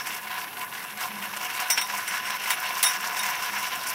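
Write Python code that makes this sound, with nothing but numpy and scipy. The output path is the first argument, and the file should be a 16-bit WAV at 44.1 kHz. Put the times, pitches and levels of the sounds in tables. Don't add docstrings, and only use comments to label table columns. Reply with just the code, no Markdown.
import sys
import numpy as np
from scipy import signal
from scipy.fft import rfft, irfft
from scipy.io import wavfile

SR = 44100
rng = np.random.default_rng(int(sys.argv[2]) if len(sys.argv) > 2 else 0)


def log_audio(samples):
    frames = np.atleast_2d(samples).T
    limited = np.clip(frames, -1, 1)
    pcm = np.round(limited * 32767).astype(np.int16)
    wavfile.write(sys.argv[1], SR, pcm)


def boost_factor(decibels):
    exponent = np.asarray(decibels, float) / 20
    return 10 ** exponent


N = 173754

# t/s, scraping level/dB, tightness of blades on knife/dB
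PUSH = [(0.0, -40.5, 6.5), (0.5, -40, -16), (0.86, -40.5, 0), (1.15, -37.5, -3), (1.39, -38, 0),
        (1.6, -33, -1), (1.95, -33.5, 0), (2.2, -34.5, 4.5), (2.7, -32, 3.5), (3.25, -32.5, 5),
        (3.5, -30.5, 3.5), (3.94, -32.5, 3)]
# start t/s, length/s, gain level/dB,
# extra snipping level/dB
SURGES = [(0, 0.017, 8.5, -2), (0.06, 0.13, 4.5, 4), (0.27, 0.011, 5.5, 1.5), (0.301, 0.058, 6.5, -0.5),
          (0.368, 0.074, 6, 1.5), (0.568, 0.08, 4.5, 1.5), (0.61, 0.035, 1.5, -0.5),
          (0.734, 0.056, 3.5, 1.5), (0.797, 0.051, 5, 0), (0.91, 0.012, -2, 1), (0.932, 0.029, -3, -1),
          (0.977, 0.082, 4, 3), (1.006, 0.071, 2.5, 1.5), (1.103, 0.016, 1.5, -5), (1.219, 0.038, 4.5, 0.5),
          (1.332, 0.015, 3.5, -1.5), (1.364, 0.0086, 6, 0.5), (1.408, 0.056, 5, 2.5),
          (1.498, 0.014, 1.5, 3), (1.549, 0.031, 2.5, 2.5), (1.594, 0.036, 3, 5), (1.626, 0.028, 0.5, -4.5),
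          (1.742, 0.027, -1.5, 4), (1.857, 0.022, -4.5, 3), (1.9, 0.077, 2, 3), (1.97, 0.075, 1, -0.5),
          (2.112, 0.067, 4.5, 2.5), (2.207, 0.019, -2.5, -3), (2.268, 0.071, 3.5, -0.5),
          (2.349, 0.021, 2.5, -1.5), (2.376, 0.013, -3.5, -6), (2.44, 0.095, 1, 1), (2.476, 0.064, 2, 5),
          (2.664, 0.022, 3, -2), (2.765, 0.038, 0.5, 3), (2.864, .1, 2, 4), (2.977, 0.014, -5, 1),
          (3.042, 0.041, 1, 3), (3.138, .01, 0, 0), (3.165, 0.026, 3, 3), (3.235, 0.077, 3, 5.5),
          (3.42, 0.05, 0, 2.5), (3.505, .012, -4, 1), (3.55, 0.066, 1, 1), (3.638, 0.052, 0, 0),
          (3.694, 0.016, -3, 0), (3.868, 0.043, -1, 8), (3.933, .02, 0.5, 2)]
SURGE_RISE_S, SURGE_FALL_S = 0.0042, 0.01
# f/Hz, level/dB
SCRAPE_COLOUR = [(260, -45), (450, -20.5), (730, -12), (866, -8.5), (997, -0.5), (1270, -8), (1720, -4.5),
                 (3550, -13.5), (4500, -17.5), (6500, -36.5), (11000, -120)]
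# f/Hz, level/dB
SNIP_COLOUR = [(2060, -3), (3500, -29), (4600, 1), (5580, 5), (6870, 0), (15200, 2), (16200, -30),
               (16500, -49)]
# f/Hz, width/Hz, level/dB
FRAME_MODES = [(731.5, 18, 12.5), (952, 35, -9), (1016, 21.4, 9), (1479, 45, 10), (1678, 39, 6),
               (2070, 22, 1), (2210, 47, 8), (2310, 75, -9), (2736, 230, 7.5)]
# f/Hz, width/Hz, level over the scraping/dB
GEAR_HUM = [(732, 23, -15), (1016.7, 27, -10.5)]
SCRAPES_PER_S, SCRAPE_SPREAD_DB, SCRAPE_FLICKER_DB = 2800, 1.5, 0.88
SNIPS_PER_S, SNIP_SPREAD_DB, SNIP_DB = 5000, 1, -9.5
SNIP_FOLLOWS, HUM_FOLLOWS = 0.85, 0.75
FRAME_DB, SING_DB = -6.5, -9
SING_DAMPING = 0.36
PATCH_DB, PATCH_PER_S = 2, 16.5
# t/s, peak level/dB
STALKS = [(0.074, -29), (0.1481, -27), (0.3626, -39), (0.3855, -28), (0.5945, -30), (0.6205, -31),
          (0.7322, -46), (0.9068, -35), (0.9747, -28), (1.0001, -36), (1.223, -43), (1.4691, -35),
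          (1.5444, -34), (1.6013, -5), (1.703, -6), (1.7754, -11), (1.8133, -19), (1.8731, -18),
          (1.897, -20), (1.979, -17), (2.0762, -18), (2.165, -52), (2.2573, -36), (2.3052, -26),
          (2.3531, -40), (2.3989, -30), (2.5047, -14), (2.602, -25), (2.6698, -30), (2.753, -25),
          (2.7816, -25), (2.8285, -8), (3.0081, -22), (3.0754, -26), (3.1692, -26), (3.1936, -18),
          (3.2331, -23), (3.2635, -13), (3.3538, -27), (3.4251, -21), (3.584, -25), (3.6296, -24),
          (3.6656, -19), (3.8696, -19)]
STALKS_DB, STALK_S = -8.5, 0.0046

# f/Hz, level/dB
WHEEL_COLOUR = [(15, -60), (25, -30), (54, -47), (91, -11.5), (197, -7), (264, -9), (448, -8), (635, -12),
                (700, -9.5), (910, -5.5), (1540, -120)]
WHEELS_DB, HISS_DB = -51.5, -46
AXLE_HZ, AXLE_WIDTH_HZ, AXLE_DB = 204, 16, -60

# t/s, peak level/dB
KNOCKS = [(0.071, -22), (0.106, -20), (0.135, -26), (0.18, -26), (0.307, -29), (0.318, -30), (0.366, -39),
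          (0.416, -21), (0.531, -24), (0.571, -22), (0.614, -17), (0.727, -22), (0.752, -19.5),
          (0.902, -22.5), (0.974, -26), (1.0, -40), (1.014, -17), (1.037, -11), (1.226, -20),
          (1.337, -17.5), (1.372, -24), (1.4, -30), (1.443, -33), (1.501, -22), (1.551, -24), (1.605, -22),
          (1.662, -29), (1.7, -14), (1.773, -8), (1.813, -32), (1.866, -25), (1.9, -17), (1.931, -26.5),
          (2.006, -29), (2.075, -36), (2.112, -22), (2.155, -32), (2.301, -30), (2.344, -18), (2.418, -26),
          (2.459, -16), (2.478, -15), (2.502, -10), (2.652, -14), (2.708, -18), (2.838, -10), (2.923, -25),
          (3.003, -26), (3.149, -19), (3.17, -15), (3.235, -15), (3.261, -18), (3.348, -26), (3.417, -31),
          (3.455, -26), (3.498, -24), (3.526, -30), (3.566, -29), (3.707, -21), (3.75, -24)]
KNOCKS_DB, KNOCK_RUN_S = -8, 0.0074
# t/s, chatter length/s, blade ring level/dB, knife ring level/dB, frame knock level/dB
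CLANKS = [(1.701, 0.03, -19, -42, -18), (1.775, 0.022, -31, -42, -12.5), (3.871, 0.02, -37, -46, -28),
          (1.812, 0.024, -30, -39, -23.5), (2.076, 0.022, -32, -33, -25.5), (2.504, 0.028, -42, -22, -19),
          (2.828, .005, -36, -17, -23), (2.837, 0.055, -22.5, -21, -15), (3.189, 0.02, -34, -40, -29),
          (3.422, .01, -41, -49, -32), (2.253, 0.036, -41, -47, -28), (2.303, 0.0048, -40, -40, -25)]
CHATTER_PER_S, CHATTER_FADE_DB, BLOW_RISE_S = 4400, 11.5, 0.00097
CRUNCH_DB, CRACK_S, KNOCK_S = 3, 0.011, 0.0024
# f/Hz, level/dB, time to fade by 60 dB/s
BLADE_MODES = [(5340, -8, 0.07), (5400, -3, .1), (5478, -3.5, 0.2), (5520, -3, .1), (5705, -3, 0.1),
               (5860, 0, 0.08), (5940, -6, 0.1), (6015, -9, 0.06), (8150, -4, 0.045), (8295, -3, .05),
               (9235, 0, 0.055), (11800, -1, 0.03), (13590, -5, .04), (15500, -7, .04)]
# f/Hz, level/dB, time to fade by 60 dB/s
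KNIFE_MODES = [(7210, -10, 0.08), (8345, -9, 0.04), (10875, 1, 0.09), (11350, -14, .03), (11900, -11, .03),
               (15100, -11, .03), (15370, -8, .04), (15560, -11, .06)]
# t/s, contact length/s, level/dB
JARS = [
    (1.704, 0.03, -35),
    (1.815, .03, -30),
    (2.506, .03, -31),
    (2.83, .015, -31),
    (2.857, 0.04, -24),
    (3.19, 0.04, -30),
]
# f/Hz, level/dB, time to fade by 60 dB/s
BAR_MODES = [(2040, -10, 0.1), (3712, -0.5, 0.08), (3755, -3, 0.08)]
# t/s, contact length/s, level/dB
BRACKET_BLOWS = [
    (2.84, .034, -19),
    (3.19, .02, -34),
    (3.875, .02, -37),
]
# f/Hz, level/dB, time to fade by 60 dB/s
BRACKET_MODES = [(9325, -8, .06), (9650, -13, .06), (10483, 0, .07), (10592, -4, .07), (6520, -16, .06)]
THUMP_HZ, THUMP_WIDTH_HZ, THUMP_DB = 220, 250, 9


def noise():
    return rng.standard_normal(N)


def rms_one(x):
    return x / np.sqrt(np.mean(x ** 2) + 1e-20)


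def colour(x, points):
    hz, db = np.transpose(points)
    f = np.arange(N // 2 + 1) * SR / N + 1
    octaves_outside = np.log2(np.maximum(hz[0] / f, 1)) + np.log2(np.maximum(f / hz[-1], 1))
    gain_db = np.interp(np.log(f), np.log(hz), db) - 40 * octaves_outside
    return irfft(rfft(x) * boost_factor(gain_db), N)


def drift(rate_hz):
    r = np.exp(-2 * np.pi * rate_hz / SR)
    settled = signal.lfilter([1], [1, -2 * r, r * r], rng.standard_normal(N + SR))[SR:]
    return rms_one(settled)


def ring(x, hz, t60):
    r = boost_factor(-60 / (t60 * SR))
    w = 2 * np.pi * hz / SR
    return signal.lfilter([0, np.sin(w)], [1, -2 * r * np.cos(w), r * r], x + 1e-18)


def resonance(x, hz, width_hz):
    r = np.exp(-np.pi * width_hz / SR)
    top = np.array([1, 0, -1]) * (1 - r * r) / 2
    return signal.lfilter(top, [1, -2 * r * np.cos(2 * np.pi * hz / SR), r * r], x)


def grains(per_s, spread_db):
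    sizes = boost_factor(spread_db * np.minimum(rng.exponential(1, N), 4.0))
    signs = rng.choice([-1, 1], N)
    return rms_one(sizes * signs * (rng.random(N) < per_s / SR))


def burst(s, length):
    out = np.zeros(N)
    length = np.clip(length, .002, .08)
    start = max(int(s * SR), 0)
    t = np.arange(min(int(1.5 * length * SR), N - start)) / SR
    shape = np.minimum(t / BLOW_RISE_S, 1) * boost_factor(-CHATTER_FADE_DB * t / length)
    out[start:start + len(t)] = shape / np.sqrt(length * SR / 4)
    return out


def load():
    t, gain_db, snip_db = np.arange(N) / SR, np.zeros(N), np.zeros(N)
    for s, length, db, extra_db in SURGES:
        end = s + length
        shape = np.interp(t, [s - SURGE_RISE_S, s, end, end + SURGE_FALL_S], [0, 1, 1, 0])
        gain_db = gain_db + db * shape
        snip_db = snip_db + extra_db * shape
    return gain_db, snip_db


def frame(x):
    broad = colour(x, SCRAPE_COLOUR)
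    narrow = sum(boost_factor(db) * resonance(broad, hz, width) for hz, width, db in FRAME_MODES)
    return broad + boost_factor(FRAME_DB) * narrow


def scraping(level_db, flicker_db):
    scrape = grains(SCRAPES_PER_S, SCRAPE_SPREAD_DB) * boost_factor(level_db + flicker_db)
    return frame(scrape) / np.std(frame(noise()))


def singing(level_db, tight_db, flicker_db):
    rub = boost_factor(level_db + tight_db + SING_DB + 0.66 * flicker_db) * noise()
    return sum(boost_factor(db) * ring(rub, hz, t60 * SING_DAMPING) for hz, db, t60 in BLADE_MODES[:8]) / 40


def stalk_snaps():
    snaps = sum(boost_factor(min(db, -26) + STALKS_DB) * burst(s - .001, STALK_S) for s, db in STALKS)
    return snaps * np.sqrt(STALK_S * SR / 4)


def snipping(level_db, snip_db):
    snips = rms_one(colour(grains(SNIPS_PER_S, SNIP_SPREAD_DB), SNIP_COLOUR))
    mean_db = level_db.mean()
    swell_db = SNIP_FOLLOWS * (level_db - mean_db) + snip_db
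    flutter_db = 2.0 * drift(66) + 0.2 * drift(34)
    return snips * (boost_factor(mean_db + SNIP_DB + swell_db + flutter_db) + stalk_snaps())


def gear_hum(level_db):
    hum = sum(boost_factor(db) * rms_one(resonance(noise(), hz, width)) for hz, width, db in GEAR_HUM)
    mean_db = level_db.mean()
    return hum * boost_factor(mean_db + HUM_FOLLOWS * (level_db - mean_db))


def patchy(x):
    spectrum, out = rfft(x), 0
    f = np.arange(len(spectrum)) * SR / N
    place = 2 * np.log2(np.clip(f, 1000, 16000) / 1000)
    for k in range(9):
        band = irfft(spectrum * np.maximum(1 - abs(place - k), 0), N)
        out = out + band * boost_factor(PATCH_DB * drift(PATCH_PER_S))
    return out


def reel():
    push_s, push_db, push_tight_db = np.transpose(PUSH)
    t = np.arange(N) / SR
    gain_db, snip_db = load()
    level_db = np.interp(t, push_s, push_db) + gain_db
    tight_db = np.interp(t, push_s, push_tight_db)
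    flicker_db = SCRAPE_FLICKER_DB * (drift(34) + 0.32 * drift(6.3))
    cutting = patchy(scraping(level_db, flicker_db) + snipping(level_db, snip_db))
    return cutting + singing(level_db, tight_db, flicker_db) + gear_hum(level_db)


def wheels():
    roll = rms_one(colour(noise(), WHEEL_COLOUR)) * boost_factor(WHEELS_DB + 1.0 * drift(5.4))
    hum = rms_one(resonance(noise(), AXLE_HZ, AXLE_WIDTH_HZ)) * boost_factor(AXLE_DB + 3.7 * drift(2.1))
    return roll + hum


def open_air():
    air_colour = [(3000, -26), (9500, -0.5), (11500, 13), (14000, 0.5), (16500, 4)]
    return boost_factor(HISS_DB) * rms_one(colour(noise(), air_colour))


def strikes(events, column):
    return sum(boost_factor(row[column]) * burst(row[0], row[1]) for row in events)


def frame_thud(blow, touches):
    gears = sum(boost_factor(min(db, -17) + KNOCKS_DB) * burst(s - .002, KNOCK_RUN_S) for s, db in KNOCKS)
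    struck = (blow + gears) * touches
    body = sum(ring(struck, hz, 0.74 / width) for hz, width, db in FRAME_MODES[2:])
    return boost_factor(-11.0) * body + boost_factor(9.0) * ring(struck, 2660, KNOCK_S)


def ringing_steel(blade, knife, touches):
    parts = [(blade, BLADE_MODES), (knife, KNIFE_MODES),
             (strikes(JARS, 2), BAR_MODES), (strikes(BRACKET_BLOWS, 2), BRACKET_MODES)]
    out = np.zeros(N)
    for drive, modes in parts:
        for k, (hz, db, t60) in enumerate(modes):
            own_touches = np.roll(touches, 97 * k)
            out += boost_factor(db) * ring(drive * own_touches, hz, t60)
    return out


def crunch(blade, knife):
    crack = sum(boost_factor(max(row[2:4])) * burst(row[0], CRACK_S) for row in CLANKS)
    crack = crack + (blade + knife) / 10
    return boost_factor(CRUNCH_DB) * 10 * crack * noise()


def clanks():
    blade, knife, blow = (strikes(CLANKS, column) for column in (2, 3, 4))
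    touches = grains(CHATTER_PER_S, 2.05)
    bright = frame_thud(blow, touches) + ringing_steel(blade, knife, touches) + crunch(blade, knife)
    thump = boost_factor(THUMP_DB) * resonance(blow * touches, THUMP_HZ, THUMP_WIDTH_HZ)
    no_lows = signal.butter(3, 800, "high", fs=SR, output="sos")
    return signal.sosfilt(no_lows, bright) + thump


def scene():
    return (reel() + wheels() + open_air() + clanks())[None]


def low_pass(x):
    return signal.sosfilt(signal.butter(12, 17180, fs=SR, output="sos"), x)


def record(dry):
    sharp_top = signal.ellip(10, .5, 55, 15780, fs=SR, output="sos")
    mix = signal.sosfilt(sharp_top, dry)
    return low_pass(mix)


dry = scene()
out = record(dry)
log_audio(out)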